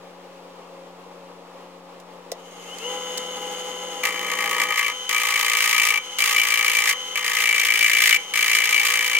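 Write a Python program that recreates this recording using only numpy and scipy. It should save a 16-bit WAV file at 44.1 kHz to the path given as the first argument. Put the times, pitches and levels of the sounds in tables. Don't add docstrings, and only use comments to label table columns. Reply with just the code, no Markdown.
import sys
import numpy as np
from scipy import signal
from scipy.fft import rfft, irfft, next_fast_len
from scipy.io import wavfile
from scipy.ndimage import uniform_filter1d, map_coordinates

SR = 44100
rng = np.random.default_rng(int(sys.argv[2]) if len(sys.argv) > 2 else 0)


def linear_from_db(decibels):
    return 10 ** (np.asarray(decibels, float) / 20)


def log_audio(samples):
    frames = np.atleast_2d(samples).T
    limited = np.clip(frames, -1, 1)
    pcm = np.round(limited * 32767).astype(np.int16)
    wavfile.write(sys.argv[1], SR, pcm)


N = 405276
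T = np.arange(N) / SR

CORNER_HZ, CORNER_LAG = 56.7, 0.69
# frequency in Hz, level in dB.
SQUEAL_TONES = [(2302, 2), (2140, -25), (2715, -14), (2954, -9), (3190, -19)]
# frequency in Hz, level in dB.
LOW_SQUEAL_TONES = [(2064, 1), (1887, -2.5), (1730, -6.5)]
# frequency in Hz, width in Hz, level in dB.
BLANK_MODES = [(450, 50, -15), (610, 60, -20), (850, 50, -12), (965, 25, -9), (1135, 30, -1), (1245, 30, 0)]
# frequency in Hz, width in Hz, level in dB.
CENTRE_MODES = [(1225, 360, 0.5), (580, 410, -1)]
# frequency in Hz, density in dB per Hz.
GRIT_COLOUR = [(530, -51), (900, -45), (1230, 4), (1380, -11.5), (1560, 0), (1860, -2), (2310, -1),
               (2510, -2.5), (3000, -7), (3860, -11), (6610, -14), (15600, -23)]
# frequency in Hz, width in Hz, level in dB.
PAPER_MODES = [(4800, 500, -4), (6550, 800, 0), (8600, 500, -1), (10000, 700, -3), (13600, 900, -1)]
# time in seconds, grit level in dB.
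STROKE_PRESSURE = [
    [(4.03, -41), (4.27, -40), (4.5, -34), (4.8, -32), (4.92, -44.5)],
    [(5.09, -32), (5.5, -29.5), (5.8, -29), (5.93, -31), (5.99, -36)],
    [(6.18, -30), (6.45, -30.5), (6.84, -30), (6.89, -26), (6.945, -34)],
    [(7.15, -34), (7.36, -30.5), (7.75, -30), (8.0, -28), (8.08, -24), (8.18, -33.5)],
    [(8.335, -31.5), (8.52, -28.5), (8.65, -30.5), (8.9, -29.5), (9.19, -33)],
]
# squeal, lower squeal and knock in dB beside the grit, change of the knock over the
# stroke in dB.
STROKE_VOICE = [(4.5, 6, 0.5, 4), (0.5, 2, 2, 1), (0, 1, 1.5, -2.5), (0, 4, 0, -6.5), (5.5, 2, -2, -1)]
# start in seconds, length in seconds, rise in dB.
SQUEAL_FLARES = [(4.84, 0.037, 8), (5.142, .04, 11.5), (5.2, .03, 5), (5.343, 0.028, 8.5), (5.5, .17, 3.5),
                 (5.718, 0.14, 6), (5.877, 0.043, 9), (5.934, 0.05, 11), (6.191, 0.042, 10),
                 (6.356, 0.078, 12), (6.502, 0.12, 8), (6.652, 0.075, 8), (6.746, 0.066, 9.5),
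                 (7.155, 0.018, 16), (7.377, .03, 6), (7.44, 0.12, 10), (7.57, 0.081, 9.5),
                 (7.67, 0.12, 9.5), (7.802, 0.07, 12.5), (7.913, 0.093, 10.5), (8.017, 0.037, 7),
                 (8.107, 0.063, 13.5), (8.381, 0.058, 4), (8.518, 0.14, 3.5), (8.73, 0.083, 7.5),
                 (8.83, 0.051, 1.5), (8.953, 0.16, 1), (9.137, 0.051, 9)]
# time in seconds, change in dB.
FINGER_NUDGES = [(4.046, 8), (4.07, 6), (4.32, 5), (4.36, -4), (4.4, 3), (4.485, -3), (4.52, 1),
                 (4.565, -3), (4.61, 3), (4.67, -10.5), (4.745, -5.5), (4.79, 2), (4.85, -0.5), (4.885, 7),
                 (5.25, -1.5), (7.175, 1), (7.215, -5.5), (7.34, -1.5), (7.52, -2), (7.77, -2), (7.85, 1)]
FIRM_DB = -34.5
LOW_GROWS, KNOCK_GROWS = 1.1, 1.48
STEALS_LOW, STEALS_KNOCK = 0.18, 0.23

# time in seconds, motor turns a second.
MOTOR_SPEED = [(2.33, 15), (2.45, 33), (2.6, 49), (2.7, 59), (2.78, 68), (2.85, 79.5), (2.895, 83.62),
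               (9.19, 83.62)]
MOTOR_ORDERS = [5, 6, 12, 16, 18, 24, 30, 35, 36, 37, 42, 48, 78]
# level on the housing's resonance in dB, change under load in dB.
ORDER_LEVELS = [(-56, 0), (-38.5, -1), (-45, 0.5), (-49.5, 1.5), (-52, 0), (-47, 1.5), (-69, 29),
                (-41, -12), (-43, 5.5), (-37.5, 6.5), (-46.5, -3), (-57.5, 9), (-46.5, 0.5)]
# frequency in Hz, width in Hz, level in dB.
HOUSING_MODES = [(3010, 320, 0), (502, 60, 0), (1004, 60, 0), (1338, 50, -2), (1505, 50, -2),
                 (2008, 50, -3), (3512, 25, -4), (6500, 600, 0), (4014, 40, -2), (2450, 500, -11)]
# frequency in Hz, width in Hz, level in dB.
FRAME_MODES = [(456, 142, -10.5), (820.3, 14, 3), (1263, 71, -10), (2106, 53, -7.5), (3010, 165, -6),
               (6400, 136, -17.5), (8120, 100, -19.5), (8560, 120, -22), (9880, 540, -23), (13800, 56, -20)]
# frequency in Hz, density in dB per Hz.
BEARING_COLOUR = [(120, -45), (200, -3.5), (439, -2.5), (499, -1), (599, -36), (999, -5.5), (1700, -8),
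                  (2990, -16), (3730, -12), (6570, -11.5), (15800, -30)]
# time in seconds, level in dB.
BEARING_LEVEL = [(2.33, -37), (2.85, -35), (4, -36), (5, -36), (6.08, -37.5), (7.05, -36), (8.25, -38),
                 (9.19, -35.5)]
# frequency in Hz, width in Hz, level in dB.
FREE_CENTRE_HISS = [(6590, 580, 0)]
LOADED_CENTRE_HISS = [(6170, 300, 0)]
# time in seconds, half length in seconds, level in dB.
BELT_SQUEAKS = [
    (2.395, .014, -64),
    (2.452, 0.0067, -63),
]

# time in seconds, peak in dB, thud in dB, decay by 60 dB in seconds.
CONTACT_TICKS = [
    (2, -44, -8, 0.038),
    (2.3172, -24, -3.5, 0.032),
    (2.7847, -31, -19, 0.025),
    (3.1752, -22.5, -28, 0.026),
    (3.1796, -22, -27, 0.022),
]
# frequency in Hz, level in dB, decay by 60 dB in seconds.
SWITCH_RING = [(517, 0, 0.023), (1970, -26, 0.09), (3650, -24, 0.083), (5470, -39, 0.093),
               (6470, -21, 0.064), (8000, -36, 0.039), (11130, -41, 0.077)]
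# frequency in Hz, width in Hz, level in dB.
CRACK_MODES = [(5100, 3100, 3.5), (13300, 4300, -17)]

# frequency in Hz, level in dB.
BLOWER_TONES = [(177.6, -50), (276, -57), (359, -60), (308, -70), (241, -69), (10497, -76)]
# frequency in Hz, width in Hz, level in dB.
DUCT_MODES = [(505, 93, 4), (549, 17, 12.5), (834, 39, 0), (1054, 20, -13)]
# frequency in Hz, density in dB per Hz.
AIR_COLOUR = [(100, -30), (160, -21), (310, -14), (400, -9), (500, -4), (630, -11), (800, -8), (1150, -10),
              (1500, -21), (2700, -21), (4000, -25), (8000, -34), (11000, -38), (15800, -44)]

# frequency in Hz, decay by 60 dB in seconds.
WALL_DECAY = [(200, 0.063), (2000, 0.31), (10000, 0.009)]
# frequency in Hz, left-right likeness from 0 to 1.
PORT_LIKENESS = [(60, .2), (150, 0.54), (500, 0.94), (1200, 0.5), (2400, 0.38), (5000, 0.38), (9000, 0.21),
                 (15000, 0.067)]
# frequency in Hz, left minus right in dB.
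PORT_TILT = [(60, 0), (110, 21), (200, 1.5), (380, 3.5), (700, 1.5), (1290, 0.5), (2380, 3.5), (4400, -0.5),
             (8120, 0), (15000, -5.5)]
# frequency in Hz, lead of the left in radians.
PORT_LEAD = [(100, 0), (950, -.3), (1460, 0), (2300, -.9), (3100, -.9), (4220, -3.1), (6500, -4.5),
             (8300, -8.1), (10000, -9.2), (13000, -9.5), (16000, -12)]
# frequency in Hz, gain after the step in dB.
BASS_STEP = [(90, -1), (180, -9), (500, -6.5), (680, -8), (1000, -2.5), (3000, 1), (8000, 0)]


def unit(x):
    return x / np.sqrt(np.mean(x ** 2) + 1e-20)


def along(points, hz):
    f, v = np.transpose(points)
    return np.interp(np.log(hz + 1), np.log(f + 1), v)


def wobble(rate):
    return map_coordinates(rng.standard_normal(int(N * rate / SR) + 4), [T * rate])


def filtered(x, response):
    m = next_fast_len(N + SR // 2)
    return irfft(rfft(x, m) * response(np.fft.rfftfreq(m, 1 / SR)), m)[..., :N]


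def modes(table, f):
    total = 0
    for k, (centre, width, db) in enumerate(table):
        damping = 1j * f * width
        total = total + (-1) ** k * linear_from_db(db) * damping / (centre * centre - f * f + damping)
    return total


def noise(spectrum, peaks=None, peak_db=0):
    white = rng.standard_normal((2, N))
    smooth = unit(filtered(white, lambda f: linear_from_db(along(spectrum, f))))
    if peaks is None:
        return smooth
    ringing = unit(filtered(white[::-1], lambda f: modes(peaks, f)))
    return unit(smooth + linear_from_db(peak_db) * ringing)


def sanding():
    place = T * CORNER_HZ - CORNER_LAG
    corner = np.floor(place).astype(int) + 1
    count = corner[-1] + 1
    luck = np.clip(rng.standard_normal((count, 24)), -2, 2)[corner].T
    since = (place % 1) / CORNER_HZ
    touch_times = (np.arange(count) - 0.8 + CORNER_LAG) / CORNER_HZ
    squeal, low, knock, grit = hand(touch_times)[:, corner]
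    drag = 0.0095 * linear_from_db(0.16 * luck[1])
    touch = 1 - np.exp(-(since / 0.0011) ** 2)
    hold = touch * linear_from_db(-250 * since - 2200 * np.clip(since - drag, 0, 1))

    def sing(table, first):
        total = 0
        for k, (hz, db) in enumerate(table):
            strength = linear_from_db(db + 1.8 * luck[first + 2 * k])
            pitch = hz * (1 + 0.006 * luck[first + 2 * k + 1])
            total = total + strength * np.sin(2 * np.pi * pitch * since + 0.72 * wobble(70))
        return total

    tones = squeal * sing(SQUEAL_TONES, first=2) + low * sing(LOW_SQUEAL_TONES, first=12)
    tones = linear_from_db(5) * hold * tones
    slap = linear_from_db(2 * luck[20]) * since / 0.0001 * np.exp(-since / 0.0001)
    push = slap + 0.18 * hold * rng.standard_normal(N)
    blank = filtered(linear_from_db(43) * knock * push, lambda f: modes(BLANK_MODES, f) * modes(CENTRE_MODES, f))

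    bite = np.clip(since - 0.00045 * np.abs(luck[0]), 0, 1) / (0.0024 * linear_from_db(1.4 * luck[22]))
    rub = 0.19 * (grit / linear_from_db(FIRM_DB)) ** 0.65 * linear_from_db(4.3 * np.tanh(wobble(60)))
    burst = bite * np.exp(1 - bite) + rub
    grains = linear_from_db(2.1 * wobble(700) + 0.35 * luck[21])
    treble = [(1500, -9.5), (3000, -1.5), (4200, -2.0)]  # (Hz, dB)
    bright = unit(filtered(noise(GRIT_COLOUR, PAPER_MODES, peak_db=-7.0), lambda f: linear_from_db(along(treble, f))))
    return (tones + blank) * [[1], [0.3]] + linear_from_db(9.0) * grit * burst * grains * bright


def hand(at):
    nudge = sum(db * np.exp(-((at - s) / 0.021) ** 2) for s, db in FINGER_NUDGES)
    flare = 0
    for s, length, db in SQUEAL_FLARES:
        inside = np.minimum(at - s, s + length - at)
        flare = flare + db * np.clip(inside / 0.02 + 0.5, 0, 1)
    gains = np.zeros((4, len(at)))
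    for rows, (squeal_db, low_db, knock_db, fade_db) in zip(STROKE_PRESSURE, STROKE_VOICE):
        s, db = np.transpose(rows)
        press = np.interp(at, s, db) + nudge - FIRM_DB
        progress = (at - s[0]) / (s[-1] - s[0])
        squeal = press + squeal_db + flare
        low = LOW_GROWS * press + low_db - STEALS_LOW * flare
        knock = KNOCK_GROWS * np.minimum(press, 0) + knock_db + fade_db * progress - STEALS_KNOCK * flare
        during = (at > s[0]) & (at < s[-1])
        gains += during * linear_from_db(FIRM_DB + np.array([squeal, low, knock, press]))
    return gains


def motor():
    speed = np.interp(T, *np.transpose(MOTOR_SPEED))
    relative = speed / speed[-1]
    turns = np.cumsum(speed) / SR + 0.0005 * wobble(7)
    level_db = np.interp(T, *np.transpose(BEARING_LEVEL))
    pulling_up = np.exp(-np.clip(T - MOTOR_SPEED[-3][0], 0, None) / 0.05)
    whine_db = 2 + 2.27 * (level_db - level_db[4 * SR]) + 7.5 * pulling_up
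    load = np.clip((T - 4.0) / 0.15, 0, 1)
    worn = np.clip((T - 4.4) / 0.6, 0, 1)
    starting = np.clip((2.77 - T) / 0.02, 0, 1)

    whine = 0
    for k, (db, load_db) in zip(MOTOR_ORDERS, ORDER_LEVELS):
        winding_db = (k == 48) * 26 * starting
        strength = linear_from_db(db + 1.0 + load * load_db + winding_db + 0.65 * wobble(10))
        resonance = np.abs(modes(HOUSING_MODES, k * speed)) ** 2
        whine = whine + strength * resonance * np.sin(2 * np.pi * k * turns)
    whine = linear_from_db(whine_db) * relative ** 5.3 * whine

    throb = linear_from_db(0.79 * np.sin(2 * np.pi * turns) + 1.0 * wobble(40))
    white = rng.standard_normal((2, N))
    free = unit(filtered(white, lambda f: modes(FREE_CENTRE_HISS, f) ** 2))
    loaded = unit(filtered(white, lambda f: modes(LOADED_CENTRE_HISS, f) ** 2))
    centre = linear_from_db(-9.5) * (1 - worn) * free + linear_from_db(-8.5) * worn * loaded
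    bearing = noise(BEARING_COLOUR, FRAME_MODES, peak_db=5.5)
    hiss = linear_from_db(level_db) * relative ** 1.66 * throb * (bearing + centre)
    return (T > MOTOR_SPEED[0][0]) * (hiss + whine * [[1], [0.3]])


def belt():
    swell = sum(linear_from_db(db) * np.exp(-((T - s) / half) ** 2) for s, half, db in BELT_SQUEAKS)
    return swell * np.sin(2 * np.pi * 12000 * T + 1.2 * wobble(200)) * [[1], [0.5]]


def ticks():
    cracks, body = np.zeros((2, N + SR)), np.zeros(N + SR)
    t = np.arange(SR // 8) / SR
    casing = np.sin(2 * np.pi * 520 * t) + 0.78 * np.sin(2 * np.pi * 680 * t)
    casing = casing * (1 - np.exp(-(t / 0.0038) ** 2))
    ring = 0
    for hz, level, life in SWITCH_RING[1:]:
        ring = ring + linear_from_db(level - 60 * t / life) * np.sin(2 * np.pi * hz * t)
    for s, db, thud_db, t60 in CONTACT_TICKS:
        start = round(s * SR)
        thud = linear_from_db(thud_db + 17.5 - 60 * t / 0.027) * casing
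        crack = linear_from_db(db + 3.5 - 60 * t / t60) * rng.standard_normal((2, len(t)))
        cracks[:, start:start + len(t)] += crack
        body[start:start + len(t)] += linear_from_db(db) * (3 * ring + thud)
    return filtered(cracks[:, :N], lambda f: modes(CRACK_MODES, f)) + body[:N] * [[1], [0]]


def blower():
    tones = 0
    for hz, db in BLOWER_TONES:
        strength = linear_from_db(db + 3.0 + 0.7 * wobble(6))
        tones = tones + strength * np.sin(2 * np.pi * hz * T + 0.55 * wobble(3.25))
    air = linear_from_db(-43.5 + 0.72 * wobble(17)) * noise(AIR_COLOUR, DUCT_MODES, peak_db=-5)
    return air + tones * [[1], [0]]


def walls(x):
    hz, t, z = signal.stft(rng.standard_normal((2, SR // 2)), SR, nperseg=256)
    decay = linear_from_db(-60 * t / along(WALL_DECAY, hz)[:, None])
    tail = signal.istft(z * decay, SR, nperseg=256)[1]
    delayed = np.pad(x, (300, 0))[None]
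    return signal.fftconvolve(delayed, tail / np.linalg.norm(tail[0]), axes=1)[:, :N]


def ports(pair):
    def share(hz):
        angle = np.arccos(np.clip(along(PORT_LIKENESS, hz), 0, 1)) / 2
        return np.array([np.cos(angle), np.sin(angle)])

    def tilts(hz):
        tilt = linear_from_db(along(PORT_TILT, hz) / 2) * np.exp(0.5j * along(PORT_LEAD, hz))
        return np.array([tilt, 1 / tilt])

    mid, side = filtered(pair, share)
    return filtered(np.array([mid + side, mid - side]), tilts)


def scene():
    rasp, clicks = sanding(), ticks()
    steady = filtered(rasp + motor() + belt() + blower(), lambda hz: hz < 15850)
    return ports(steady + clicks) + linear_from_db(-20) * walls(steady[0] + clicks[0])


def band_limit(x):
    return signal.sosfilt(signal.butter(12, 17200, fs=SR, output="sos"), x)


def record(dry):
    x = filtered(dry, lambda hz: (1j * hz / (95 + 1j * hz)) ** 3)
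    step = np.clip((T - 4.71) / 0.012, 0, 1)
    x = x + step * (filtered(x, lambda hz: linear_from_db(along(BASS_STEP, hz))) - x)
    loudness = uniform_filter1d(np.abs(x[0]), size=1500)
    rumble = noise([(15, -15.0), (45, -5), (100, -11.5), (160, -3), (400, -120)])
    idle = linear_from_db(-79 + 2.5 * wobble(7))
    x = x + (idle + linear_from_db(-50 + 4 * wobble(9)) * loudness) * rumble - 0.0006
    mix = x / (1 + np.abs(x / 0.95) ** 6) ** (1 / 6)
    return band_limit(mix)


dry = scene()
out = record(dry)
log_audio(out)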